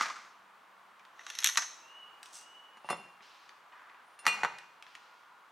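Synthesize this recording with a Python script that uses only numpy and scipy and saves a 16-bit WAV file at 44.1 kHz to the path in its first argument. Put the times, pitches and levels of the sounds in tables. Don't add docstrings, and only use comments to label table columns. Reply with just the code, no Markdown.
import sys
import numpy as np
from scipy import signal
from scipy.fft import rfft, irfft
from scipy.io import wavfile

SR = 44100
rng = np.random.default_rng(int(sys.argv[2]) if len(sys.argv) > 2 else 0)


def master(y):
    cut = np.clip(np.atleast_2d(y).T, -1, 1)
    pcm = np.round(cut * 32767)
    wavfile.write(sys.argv[1], SR, pcm.astype(np.int16))


N = 242991
TIME = np.arange(N) / SR

# start in seconds, level in dB, spectral tilt in dB per octave.
BOARD_KNOCKS = [(0.0095, -8, -2), (0.0215, -20, 5), (0.0578, -17, -1.5), (0.0843, -21, -1),
                (0.0995, -20, -1.5), (0.1587, -29, 0), (1.5726, -2.5, 4), (1.5818, -11, 1.5),
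                (1.6212, -18.5, 1.5)]
CLIP_CLICKS = [(1.193, -27, -9), (1.21, -30.5, -8), (1.2658, -18.5, -4), (1.3013, -15.5, 1.5),
               (1.352, -19.5, 3), (1.3876, -10, 4), (1.426, -16.5, -2.5), (1.4436, 3, 5.5),
               (1.4474, -7.5, 0), (1.4568, -11, 2), (1.4611, -5, 3.5), (1.472, -2, 4.5), (1.4887, -9.5, 0),
               (1.497, -12, 1), (1.5568, -13, -4.5), (1.5753, -5.5, -1)]
TUBE_TICKS = [(0.9945, -36, -3), (1.0511, -36.5, -2), (2.2295, -26, 5.5), (2.258, -31, 4.5),
              (3.206, -35, -10.5), (3.4917, -26.5, -4.5), (3.7228, -37, -9), (3.8969, -33, -8.5),
              (3.9448, -34.5, -10.5), (4.585, -26, 1), (4.8244, -26.5, -2), (4.8657, -34, -5.5),
              (4.9515, -26.5, -1)]
# start in seconds, level in dB, tilt in dB per octave,
# ringing from the lip in dB, ringing from the wall in dB.
JUG_KNOCKS = [(2.771, -33, 2, -74, -83), (2.845, -24.5, -9, -52.5, -85), (2.8885, -12.5, -2.5, -41, -72),
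              (2.8995, -14, -6.5, -48, -66), (2.9023, -18, 6, -46.5, -70), (2.9054, -6.5, -5.5, -31, -61),
              (2.9279, -11.5, -8, -43.5, -60), (2.988, -37, -15, -45, -80), (4.1902, -31.5, 4, -56, -89),
              (4.2542, -17, 3.5, -64, -56), (4.266, 2, 5, -57, -37), (4.2783, -5, 1.5, -63, -27),
              (4.3249, -28, 0.5, -70, -39), (4.4333, -3, -1.5, -69, -35), (4.4353, -6.5, 0, -67, -61),
              (4.448, -1.5, -1, -62, -54)]
# start in seconds, length in seconds, ringing lost in dB.
JUG_LEANS = [(2.938, 0.023, 19), (3.092, 0.06, 12), (4.353, 0.02, 5), (4.436, 0.022, 11.5)]

# start in seconds, length in seconds, first level in dB, change in dB per second.
BOARD_RATTLE = (-0.01, 0.07, -17.5, -82)
CLIP_RATTLE = (1.395, 0.165, -19.5, -12)
BOARD_BUZZES = [(0.015, 0.27, -39.5, -71)]
JUG_BUZZES = [(4.262, 0.16, -40.5, -42)]
GLAZE_DRAGS = [(2.86, 0.033, -65, 50), (4.07, 0.074, -77.5, 60)]
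HOOK_SLIDES = [(1.19, 0.078, -64, -9.5), (1.285, 0.27, -51.5, -14.5)]
FINGER_SLIDES = [(3.225, 0.23, -61, -25), (4.87, 0.33, -65, -22)]
TUBE_CRINKLES = [(2.235, 0.076, -63, -30), (2.333, 0.015, -53.5, -150), (2.355, 0.07, -51.5, -105)]
TUBE_SHIFTS = [(3.725, 0.28, -55, -31)]

# frequency in Hz, level in dB.
BOARD_SPECTRUM = [(40, -69), (90, -46), (140, -28.5), (250, -19.5), (450, -20.5), (750, -10.5),
                  (1000, -1.5), (1250, 1.5), (1600, -1.5), (2100, -5), (2800, -12), (6200, -13),
                  (9000, -27.5), (16000, -49.5)]
CLIP_SPECTRUM = [(60, -63), (350, -41), (650, -22.5), (1000, -7), (1300, -0.5), (1800, 1.5), (2300, -3),
                 (3300, -0.5), (4300, -4.5), (4900, -11), (6000, 1.5), (7000, -10), (11000, -19.5),
                 (13500, -27), (16000, -44.5)]
JUG_SPECTRUM = [(40, -57), (75, -26), (115, -15.5), (180, -3.5), (330, -8.5), (470, -5.5), (670, -2.5),
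                (820, 7), (1500, 2.5), (2200, -0.5), (3400, -16), (4300, -16.5), (7000, -25),
                (11500, -33.5), (16000, -59)]
TUBE_SPECTRUM = [(100, -28), (600, -20), (1500, 3), (2200, 5), (3500, 1), (6000, -7.5), (10000, -14),
                 (16000, -37)]
SKIN_SPECTRUM = [(800, -18), (2500, 4), (3800, 1), (5200, -1.5), (7000, -11), (10000, -20.5), (16000, -31)]
CRINKLE_SPECTRUM = [(1000, -25), (3500, -6.5), (5000, -4), (6200, 2), (7100, -5.5), (8000, 0), (9500, -6),
                    (11500, -17), (16000, -29)]
SHIFT_SPECTRUM = [(200, -33), (700, -11), (1000, 0.5), (1500, 3.5), (2000, -4), (3000, -13.5),
                  (6000, -29.5), (16000, -48)]
AIR_SPECTRUM = [(20, -28), (50, -22), (100, -24.5), (160, -19.5), (350, -14.5), (600, -10), (900, -2),
                (1150, 0.5), (1450, -4), (2000, -10.5), (3200, -16.5), (5000, -25.5), (9000, -31.5),
                (16000, -36)]

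# centre in Hz, width in Hz, height in dB.
BOARD_PEAKS = [(1226, 62, 7.5), (1390, 35, 0), (1530, 50, 2), (1980, 90, 2)]
CLIP_PEAKS = [(1924, 230, 5), (2700, 170, 5), (3310, 98, 3), (3730, 70, 6), (3900, 120, 5), (4270, 86, 6),
              (5710, 260, 4.5), (6480, 240, 4.5), (7600, 100, 5), (10700, 290, 2.5), (11300, 300, 6.5)]
JUG_PEAKS = [(780, 100, 1.5), (930, 100, 3.5), (1188, 130, 4), (1496, 96, 4.5), (1944, 48, 4),
             (1990, 58, 5.5), (4250, 340, 11), (5830, 330, 8.5), (6940, 290, 9)]
GLAZE_PEAKS = [(9530, 300, 32)]
WIRE_MODES = [(4060, -9, .2), (4300, -4, .25), (4350, -8, 0.27), (5760, -10.5, .4), (5640, -7, 0.546),
              (5810, -11.5, 0.38), (5610, 3.5, 0.46), (5630, 4, 0.34), (6100, -9.5, 0.34),
              (6250, 13.5, 0.318), (6000, -1.5, 0.28), (5930, 6.5, 0.31), (6380, -10.5, .3),
              (6570, -7.5, .28), (7900, -10.5, .2), (11500, -12.5, 0.2)]
# frequency in Hz, level in dB when struck at the lip,
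# level in dB when struck on the wall, T60 in seconds.
JUG_MODES = [(2164, -26, -20, .3), (2428, -15, -14, .3), (2455, -28, 1, .38), (2757, -2, -15, .4),
             (2774, -14, -4, .3), (3187, -28, -29, .25), (3505, -17, -28, .35), (4010, -15, -20, .13),
             (4247, -22, -14, .2), (4330, -28, -17, .16), (4450, -30, -19, .2), (5200, -16, -35, .28),
             (5770, -29, -23, .18), (5835, -28, -19, .2), (5960, -30, -22, .15), (6767, -20, -23, .16),
             (7127, -20, -21, .22), (7250, -28, -24, .18), (7660, -28, -28, .14), (8473, -23, -21, .14),
             (9469, -3, -38, .08), (10010, -15, -35, .09), (11150, -15, -36, .07), (11364, -26, -23, .08),
             (13200, -34, -31, .08)]

# start in seconds, length in seconds, loudest moment in seconds, its level in dB.
WHISTLES = [(1.809, 0.3, 2.027, -53.5), (2.331, 0.454, 2.56, -56.5)]
# time in seconds, level in dB.
AIR_LEVEL = [(0.9, -59.5), (1.9, -57), (3.1, -59.5), (5.5, -60)]
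# start in seconds, end in seconds, frequency in Hz, level in dB.
ROOM_TONES = [(0, 1.15, 196, -83.5), (2.788, 5.51, 985, -72), (4.85, 5.525, 1421, -68.5)]
# frequency in Hz, T60 in seconds.
ROOM_T60 = [(100, 0.75), (400, 0.63), (1200, 0.45), (3000, 0.73), (6000, 0.7), (10000, 0.53), (16000, 0.23)]


def pegboard():
    contacts = BOARD_KNOCKS + bounces(BOARD_RATTLE, tilt_db=0.5, scatter_db=5, count=9)
    raps = knocks(contacts, BOARD_SPECTRUM, BOARD_PEAKS,
                  ring_db=-16, ring_t60=0.034, doubling_db=17, uneven_db=0, spread_s=0.000849)
    return raps + rub(BOARD_BUZZES, BOARD_SPECTRUM, BOARD_PEAKS, attack_s=.01, release_s=.36, grain_db=1.5)


def binder_clip(wire_db, snap_db):
    contacts = CLIP_CLICKS + bounces(CLIP_RATTLE, tilt_db=3.5, scatter_db=5.5, count=9)
    out = knocks(contacts, CLIP_SPECTRUM, CLIP_PEAKS,
                 ring_db=-21.5, ring_t60=0.022, doubling_db=28, uneven_db=3.5, spread_s=.0012)
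    wire = wire_ring(split=0.07, count=6)
    snap_s = CLIP_CLICKS[-1][0]
    for start, level_db, _ in contacts:
        add(out, start, from_db(level_db + wire_db + snap_db * (start == snap_s)) * wire)
    return out


def wire_ring(split, count):
    detunings = 1 + split * rng.uniform(-1, 1, (count, len(WIRE_MODES)))
    modes = [(hz * k, db, t60) for row in detunings for (hz, db, t60), k in zip(WIRE_MODES, row)]
    return ring(modes) / np.sqrt(count)


def jug():
    out = knocks(JUG_KNOCKS, JUG_SPECTRUM, JUG_PEAKS,
                 ring_db=-22, ring_t60=0.037, doubling_db=33, uneven_db=1.5, spread_s=0.000611)
    hz, lip_mode_db, wall_mode_db, t60 = np.transpose(JUG_MODES)
    modes = np.array([ring([(f, 0, decay)]) for f, decay in zip(hz, t60)])
    lost_db = sum(db * np.clip((TIME - start) / length, 0, 1) for start, length, db in JUG_LEANS)
    for start, _, tilt_db, lip_db, wall_db in JUG_KNOCKS:
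        amplitudes = from_db(lip_db + lip_mode_db) + from_db(wall_db + wall_mode_db)
        amplitudes *= from_db(tilt_db * np.log2(hz / hz[0]))
        onset = int(start * SR)
        damping = from_db(lost_db[onset] - lost_db[onset:onset + modes.shape[1]])
        add(out, start, amplitudes @ modes * damping)
    return out


def jug_rubbing():
    buzz = rub(JUG_BUZZES, JUG_SPECTRUM, JUG_PEAKS, attack_s=0.097, release_s=0.039, grain_db=1.5)
    return buzz + rub(GLAZE_DRAGS, SKIN_SPECTRUM, GLAZE_PEAKS, attack_s=.16, release_s=.1, grain_db=2)


def hands():
    out = knocks(TUBE_TICKS, TUBE_SPECTRUM, (),
                 ring_db=-17.5, ring_t60=0.016, doubling_db=60, uneven_db=3, spread_s=0.0014)
    out += rub(HOOK_SLIDES, CLIP_SPECTRUM, CLIP_PEAKS, attack_s=.17, release_s=.08, grain_db=3.5)
    out += rub(FINGER_SLIDES, SKIN_SPECTRUM, (), attack_s=.05, release_s=0.7, grain_db=0)
    out += rub(TUBE_CRINKLES, CRINKLE_SPECTRUM, (), attack_s=0.028, release_s=0.099, grain_db=3.5)
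    return out + rub(TUBE_SHIFTS, SHIFT_SPECTRUM, (), attack_s=0.043, release_s=.28, grain_db=2.5)


def knocks(contacts, spectrum, peaks, ring_db, ring_t60, doubling_db, uneven_db, spread_s, size=8192):
    out, t = np.zeros(N), np.arange(size) / SR
    for start, level_db, tilt_db, *_ in contacts:
        t60 = ring_t60 * 2 ** (-level_db / doubling_db)
        blow = from_db(ring_db) * flat_noise(size) * decay(t, t60)
        blow[0] = 1
        body = body_response(spectrum, peaks, tilt_db, uneven_db, spread_s)
        add(out, start, from_db(level_db) * signal.fftconvolve(blow, body))
    return out


def bounces(run, tilt_db, scatter_db, count):
    start, length, level_db, db_per_s = run
    lateness, strength = rng.random((count, 2)).T
    delays = length * (np.arange(count) + .5 * lateness) / count
    levels_db = level_db + db_per_s * delays + scatter_db * (2 * strength - 1)
    return [(start + delay, db, tilt_db) for delay, db in zip(delays, levels_db)]


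def rub(strokes, spectrum, peaks, attack_s, release_s, grain_db):
    pressure = 0
    for start, length, level_db, db_per_s in strokes:
        t = TIME - start
        edges = decay(np.maximum(-t, 0), attack_s) * decay(np.maximum(t - length, 0), release_s)
        pressure += edges * from_db(level_db + db_per_s * np.clip(t, 0, length))
    slips = rng.standard_normal(N) * from_db(grain_db * drift(600))
    hiss = signal.fftconvolve(slips, body_response(spectrum, peaks))[:N]
    return pressure * np.sqrt(N) * unit_energy(hiss)


def ring(modes, size=32768):
    t = np.arange(size) / SR
    contact_s = .0005
    ringing = sum(from_db(db) * decay(t, t60) * np.sin(2 * np.pi * hz * t) for hz, db, t60 in modes)
    return np.minimum(t / contact_s, 1) * ringing


def body_response(spectrum, peaks=(), tilt_db=0, uneven_db=0, spread_s=0, size=4096):
    hz = np.maximum(np.fft.rfftfreq(size, 1 / SR), 1)
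    db = at_hz(spectrum, hz) + tilt_db * np.log2(np.clip(hz, 500, 12000) / 2000)
    for centre, width, height_db in peaks:
        db += height_db / (1 + (2 * (hz - centre) / width) ** 2)
    db += uneven_db * np.interp(hz, np.geomspace(1000, SR / 2, 40), rng.standard_normal(40))
    cepstrum = irfft(np.log(from_db(db)))
    minimum_phase = np.exp(rfft(2 * cepstrum[:size // 2], size))
    dispersion = np.exp(-4j * np.pi * spread_s * np.sqrt(1000 * hz))
    return unit_energy(irfft(minimum_phase * dispersion))


def bird(waver_hz, flutter_db, rasp_hz):
    top_hz, rise_hz, rise_s = 2924, 321.5, 0.2
    swell_db_per_s, fade_db_per_s, edge_s = 63, 65, 0.023
    out = 0
    for start, length, loudest, level_db in WHISTLES:
        t = np.clip(TIME - start, 0, length)
        glide_hz = top_hz - rise_hz * np.maximum(1 - t / rise_s, 0) ** 2
        whistle = tone(glide_hz + waver_hz * drift(60) + rasp_hz * drift(700))
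        swell_db = np.minimum(swell_db_per_s * (TIME - loudest), fade_db_per_s * (loudest - TIME))
        edges = np.minimum(np.minimum(t, length - t) / edge_s, 1)
        out += edges * from_db(level_db + swell_db + flutter_db * drift(53)) * whistle
    return out


def studio(direct, side_db, **echoes):
    mid, side = (signal.fftconvolve(direct, reflections(**echoes))[:N] for _ in range(2))
    return direct + mid + from_db(side_db) * side * [[1], [-1]]


def reflections(early_db, early_t60, late_db, treble_db, size=32768):
    t, hz = np.arange(size) / SR, np.fft.rfftfreq(size, 1 / SR)
    white, tail = rfft(flat_noise(size)), 0
    for band_hz, t60 in ROOM_T60:
        band = at_hz([(f, f == band_hz) for f, _ in ROOM_T60], hz)
        tail += irfft(white * band) * decay(t, t60)
    treble_tilt = from_db(treble_db * np.log2(np.maximum(hz / 5000, 1)))
    tail = irfft(rfft(unit_energy(tail * (t > .012))) * treble_tilt)
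    early = flat_noise(size) * decay(t, early_t60) * (t > .004)
    return from_db(early_db) * unit_energy(early) + from_db(late_db) * tail


def room_noise(side_db, waver_hz):
    mid, side = (signal.fftconvolve(rng.standard_normal(N + 4095), body_response(AIR_SPECTRUM), "valid")
                 for _ in range(2))
    tones, edge_s = 0, 0.1
    for start, end, hz, level_db in ROOM_TONES:
        edges = np.clip(np.minimum(TIME - start, end - TIME) / edge_s, 0, 1)
        tones += edges * from_db(level_db) * tone(hz + waver_hz * drift(30))
    rush_db = np.interp(TIME, *np.transpose(AIR_LEVEL))
    return tones + from_db(rush_db) * (mid + from_db(side_db) * side * [[1], [-1]])


def tone(hz):
    return np.sqrt(2) * np.sin(2 * np.pi * np.cumsum(hz) / SR)


def flat_noise(size):
    return unit_energy(irfft(np.exp(2j * np.pi * rng.random(size // 2 + 1)))) * np.sqrt(size)


def drift(rate_hz):
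    knots = rng.standard_normal(N // 10)
    return np.interp(TIME * rate_hz, np.arange(len(knots)), knots)


def decay(t, t60):
    return np.exp(-np.log(1000) * t / max(t60, .002))


def at_hz(points, hz):
    f, value = np.transpose(points)
    return np.interp(np.log(np.maximum(hz, 1)), np.log(f), value)


def from_db(db):
    return 10 ** (np.asarray(db) / 20)


def unit_energy(x):
    return x / np.sqrt(np.sum(x ** 2) + 1e-20)


def add(out, start, sound):
    i = max(int(round(start * SR)), 0)
    out[i:i + len(sound)] += sound[:N - i]


def scene():
    wall = studio(pegboard() + binder_clip(wire_db=-52, snap_db=12),
                  early_db=-10.5, early_t60=0.15, late_db=-16.5, treble_db=2.5, side_db=-9.5)
    table = studio(jug() + jug_rubbing(),
                   early_db=-8, early_t60=0.068, late_db=-12, treble_db=-1.5, side_db=-12)
    handling = studio(hands(), early_db=-9.5, early_t60=0.089, late_db=-9.5, treble_db=-3, side_db=-6)
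    outside = studio(bird(waver_hz=7, flutter_db=0.5, rasp_hz=50),
                     early_db=-15, early_t60=0.35, late_db=-6.5, treble_db=1, side_db=-5)
    return wall + table + handling + outside + room_noise(side_db=-9.5, waver_hz=4)


def record(dry):
    low_cut_hz, high_cut_hz = 100, 15850
    thinned = signal.sosfilt(signal.butter(2, low_cut_hz, "high", fs=SR, output="sos"), dry)
    return signal.sosfilt(signal.ellip(10, .2, 80, high_cut_hz, fs=SR, output="sos"), thinned)


dry = scene()
out = record(dry)
master(out)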